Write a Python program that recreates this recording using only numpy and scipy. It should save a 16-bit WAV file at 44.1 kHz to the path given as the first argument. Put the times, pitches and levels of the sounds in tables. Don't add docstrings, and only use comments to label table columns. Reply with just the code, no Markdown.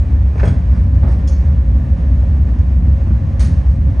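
import sys
import numpy as np
from scipy import signal
from scipy.fft import rfft, irfft
from scipy.io import wavfile
from scipy.ndimage import uniform_filter1d

SR = 44100
rng = np.random.default_rng(int(sys.argv[2]) if len(sys.argv) > 2 else 0)


def wav_out(sig):
    wavfile.write(sys.argv[1], SR, np.round(np.clip(np.atleast_2d(sig).T, -1, 1) * 32767).astype(np.int16))


N = 176400
SIDE_DB = -1.5


def furnace():
    flame = [(20, -54.5), (34, -55.5), (45, -41), (56, -29.5), (80, -31.5), (105, -47), (148, -49),
             (190, -53), (280, -59), (325, -62.5), (450, -69), (600, -67.5), (780, -72.5), (1000, -77),
             (1350, -83.5), (1900, -82.5), (2500, -86.5), (3300, -92.5), (5000, -97), (6800, -99),
             (9000, -106), (9900, -111), (10600, -128)]
    resonances = [(60.65, 11, 3), (68.2, 16.2, 6), (95.1, 12.7, 10.5), (111.4, 9.5, 10.5),
                  (133.06, 11, 12.5), (156, 6, 1), (170, 13.8, 11), (202.8, 9.7, 10), (224.4, 12, 11.5),
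                  (243.4, 7.7, 9), (266, 17, 7.5), (285.4, 7, 7), (293, 3.6, 8), (346, 3.4, 1.5),
                  (536.4, 17, 10), (562, 20, 5), (660, 22, 0), (1041, 17, 8.5), (1180, 98, 4),
                  (1418, 4, 11.5), (1780, 140, 3.5), (2437, 14, 8.5), (9520, 200, 10)]
    surges = [(0.0, -27.5), (0.129, -16), (0.31, -25.5), (0.51, -14), (0.65, -21.5), (0.78, -15.5),
              (1.15, -20), (1.3, -21.5), (1.802, -19.5), (2.71, -19.5), (2.881, -14.5), (3.01, -27),
              (3.15, -17), (3.299, -21), (3.359, -26), (3.461, -13.5), (3.58, -17.5), (3.65, -24.5),
              (3.76, -19), (3.91, -12.5), (4.0, -33)]
    evenness, surge_depth, flicker_db = .6, 0.78, 0.84
    roar = stereo(noise(flame, resonances), noise(flame, resonances))
    boom, upper = split(roar, hz=98)
    rush, hiss = split(upper, hz=340)
    boom_envelope = np.abs(signal.hilbert(boom.mean(axis=0)))
    boom_power = uniform_filter1d(boom_envelope ** 2, int(0.15 * SR))
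    boom = boom * (boom_power / boom_power.mean()) ** (-evenness / 2)
    surge_db = np.interp(np.arange(N) / SR, *np.transpose(surges))
    rush = rush * amp(surge_depth * (surge_db - surge_db.mean()))
    hiss = hiss * amp(flicker_db * drift(hz=7.6))
    return amp(-0.6) * (boom + rush + hiss)


def tool_jangle():
    hits = [(.379, -7, 0.1), (.396, -6.5, 0.3), (.434, -1.5, .14), (.453, 0, 0.15), (.474, 2, 0.16),
            (2.587, -9, 0.07)]
    spectrum = [(1500, -100), (3000, -84), (5000, -88), (7000, -87.5), (8500, -88.5), (9500, -100),
                (11000, -112)]
    modes = [(3290, 50, 17.5), (3480, 110, 8), (4210, 70, 12), (4530, 80, 6), (4940, 100, 17.5),
             (5200, 70, 5), (5560, 180, 11.5), (5990, 100, 5), (6420, 80, 13.5), (6560, 100, 14),
             (6960, 90, 4.5)]
    return blows(hits, spectrum, modes)


def edge_skid():
    skids = [(.449, 0.5, 0.0037, .15), (.476, -5, 0.0023, 0.2), (3.395, 5, .002, .06)]
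    spectrum = [(5000, -110), (7400, -87), (8200, -83.5), (9100, -86), (9800, -97.5), (11000, -93)]
    modes = [(8020, 90, 9.5), (8430, 88, 4), (9030, 150, 1.5)]
    return bursts(skids, spectrum, modes)


def tool_clink():
    bites = [(1.274, 3, 0.077), (1.288, -7.5, .04)]
    bite_spectrum = [(2000, -87.5), (3000, -85), (4500, -87), (5600, -77), (6400, -86), (7000, -83.5),
                     (9000, -90), (11000, -95.5)]
    damped_modes = [(3340, 78, 14.5), (5290, 110, 18), (5870, 120, 15), (6955, 90, 11.5), (8845, 120, 2)]
    touches = [(1.275, -51, 3), (1.285, -43.5, 0.89), (1.321, -50.5, 2.5)]
    free_modes = [(2221, -14, 0.5), (2980, -17, .35), (3391, -16, 0.25), (4304, -2.5, 0.19),
                  (4786, -5.5, 0.12), (5276, -3, 0.12), (5826, 1.5, 0.14), (6372, 1, .16),
                  (6955, -1.5, 0.12), (8170, -11.5, .2), (8845, -14, .14), (9465, -17, 0.26),
                  (10190, -20, 0.14)]
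    return blows(bites, bite_spectrum, damped_modes) + ring(touches, free_modes)


def tool_clack():
    hits = [(3.394, -2.5, .085), (3.402, 0, 0.26), (3.445, -6.5, 0.21)]
    spectrum = [(400, -79.5), (900, -71.5), (1900, -68.5), (3000, -75), (4500, -73), (6800, -74.5),
                (9000, -81), (10200, -89.5), (11000, -102)]
    modes = [(1880, 120, 3.5), (2450, 90, 5), (3860, 74, 2), (4390, 110, 5.5), (6240, 50, 7.5),
             (6900, 70, 5), (8390, 130, 10.5), (8900, 180, 9), (9800, 140, 16), (10000, 100, 8)]
    return blows(hits, spectrum, modes)


def bench_knocks():
    knocks = [(.356, -13.5, 0.095), (.431, 0.5, 0.12), (.474, -11, 0.11)]
    knock_spectrum = [(100, -52), (200, -33), (330, -53.5), (480, -41.5), (700, -53), (1000, -56),
                      (2200, -67), (3200, -81.5), (6000, -94.5), (10000, -115)]
    modes = [(419, 21, 12), (598, 25, 9), (658.5, 34, 10.5), (970, 50, 6.5), (1537, 65, 8.5),
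             (2600, 170, 12)]
    raps = [(.473, -0.5, .06), (1.029, 0, 0.23), (1.072, -2.5, .2)]
    rap_spectrum = [(150, -49), (330, -50), (430, -56), (560, -55.5), (900, -61.5), (1400, -71),
                    (2100, -75), (3200, -88.5), (5000, -98), (10000, -115)]
    thumps = [(2.555, -5.5, 0.057), (2.778, -11, 0.057), (2.822, -5.5, 0.12), (3.07, 1.5, 0.13),
              (3.106, 2.5, 0.063)]
    thump_spectrum = [(100, -67.5), (220, -43.5), (320, -48.5), (450, -73.5), (1000, -71), (4000, -108),
                      (10000, -135)]
    ringing = blows(knocks, knock_spectrum, modes)
    return ringing + blows(raps, rap_spectrum) + blows(thumps, thump_spectrum)


def bench_slides():
    slides = [(.378, -9, 0.0028, 0.11), (.388, 0.5, 0.013, 0.11), (.45, -7, 0.016, 0.34),
              (.69, -16.5, 0.076, 0.43), (1.085, -13, 0.028, 0.21), (1.36, -19, 0.047, 0.85)]
    spectrum = [(250, -71.5), (600, -63.5), (900, -60), (1500, -64), (2300, -66), (3200, -82.5),
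                (5000, -86.5), (9000, -106), (11000, -118)]
    return bursts(slides, spectrum)


def sleeves():
    rustles = [(.7, -9, .07, .6), (1.065, -4.5, .02, 0.4), (1.105, -1.5, .015, .15),
               (3.69, -7.5, .02, 0.34)]
    spectrum = [(1500, -105), (3500, -91.5), (5500, -85.5), (7000, -94), (8500, -89.5), (9600, -99),
                (11000, -118)]
    return bursts(rustles, spectrum)


def workshop(x):
    low_t60_s, high_t60_s, predelay_s = 0.55, 0.39, 0.0046
    t = np.arange(SR) / SR
    low, high = split(rng.standard_normal((2, SR)), hz=7000)
    tails = low * amp(-60 * t / low_t60_s) + high * amp(-60 * t / high_t60_s)
    mid, side = tails * (t > predelay_s)
    response = stereo(mid, amp(SIDE_DB) * side) / np.sqrt(np.sum(mid ** 2))
    return signal.fftconvolve(x, response, axes=1)[:, :N]


def microphones(x):
    width = [(30, -18), (60, -29.5), (90, -23.5), (140, -20.5), (220, -16.5), (300, -7), (430, -10),
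             (600, -8.5), (850, -4.5), (1300, 2), (1700, 0.5), (2000, -7.5), (2300, -13.5), (3500, -26.5),
             (6500, -21), (7400, 3.5), (8300, -11), (9400, -10.5), (10500, 12.5)]
    lean = [(100, 0), (500, -0.8), (1000, 0.5), (1700, -8), (2400, 0), (9000, -0.5)]
    notch_hz, notch_width_hz, notch_db = 7435, 480, -15.5
    margin = SR // 10
    size = N + 2 * margin
    left, right = rfft(np.pad(x, ((0, 0), (margin, margin)), "reflect", reflect_type="odd"))
    hz = np.arange(len(left)) * SR / size
    mid = (left + right) / 2 * amp(notch_db * bell(hz, notch_hz, notch_width_hz))
    side = (left - right) / 2 * amp(at_hz(width, hz))
    balance = amp(stereo(0, at_hz(lean, hz) / 2))
    return irfft(stereo(mid, side) * balance, size)[:, margin:margin + N]


def bursts(contacts, spectrum, resonances=()):
    t, power = np.arange(N) / SR, 0
    for start, db, rise, t60 in contacts:
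        attack = np.clip((t - start) / rise, 0, 1)
        decay = amp(db - 60 * np.maximum(t - start - rise, 0) / t60)
        power = power + (attack * decay) ** 2
    mid, side = noise(spectrum, resonances), noise(spectrum, resonances)
    return np.sqrt(power) * stereo(mid, amp(SIDE_DB) * side)


def blows(hits, spectrum, resonances=(), rise_s=.0012):
    return bursts([(start, db, rise_s, t60) for start, db, t60 in hits], spectrum, resonances)


def ring(touches, modes, scatter_db=0.5):
    out, t = np.zeros((2, N + SR)), np.arange(SR) / SR
    hz, level, t60 = np.transpose(modes)[:, :, None]
    partials = np.exp(2j * np.pi * hz * t) * amp(-60 * t / t60)
    for start_s, db, focus in touches:
        strength = amp(db + focus * level[:, 0] + scatter_db * rng.standard_normal(len(modes)))
        phases = np.exp(2j * np.pi * rng.random((2, len(modes))))
        mid, side = ((strength * phases) @ partials).real
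        start = int(start_s * SR)
        out[:, start:start + SR] += stereo(mid, amp(3.5) * side)
    return out[:, :N]


def noise(spectrum, resonances=()):
    hz = np.arange(N // 2 + 1) * SR / N
    db = at_hz(spectrum, hz)
    for centre, width, lift in resonances:
        db = db + lift * bell(hz, centre, width)
    phases = np.exp(2j * np.pi * rng.random(len(hz)))
    return irfft(amp(db) * phases, N) * np.sqrt(N * SR / 2)


def drift(hz):
    f = np.arange(N // 2 + 1) * SR / N
    slow = irfft(rfft(rng.standard_normal(N)) / (1 + (f / hz) ** 2), N)
    return slow / slow.std()


def split(x, hz):
    low = signal.sosfiltfilt(signal.butter(4, hz, fs=SR, output="sos"), x)
    return low, x - low


def bell(hz, centre, width):
    return .5 ** ((2 * (hz - centre) / width) ** 2)


def at_hz(points, hz):
    f, db = np.transpose(points)
    return np.interp(np.log(hz + 1e-9), np.log(f), db)


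def stereo(mid, side):
    return np.array([mid + side, mid - side])


def amp(db):
    return 10 ** (np.asarray(db) / 20)


def scene():
    roar = furnace()
    wood_and_cloth = bench_knocks() + bench_slides() + sleeves()
    metal = tool_jangle() + edge_skid() + tool_clink() + tool_clack()
    reverb_send = amp(-8.5) * wood_and_cloth + amp(-9) * metal
    return roar + wood_and_cloth + metal + workshop(reverb_send)


def record(dry):
    ceiling, cutoff_hz = .95, 10724
    x = microphones(dry)
    x = x / (1 + (x / ceiling) ** 10) ** (1 / 10)
    return signal.sosfilt(signal.ellip(10, .1, 80, cutoff_hz, fs=SR, output="sos"), x)


dry = scene()
out = record(dry)
wav_out(out)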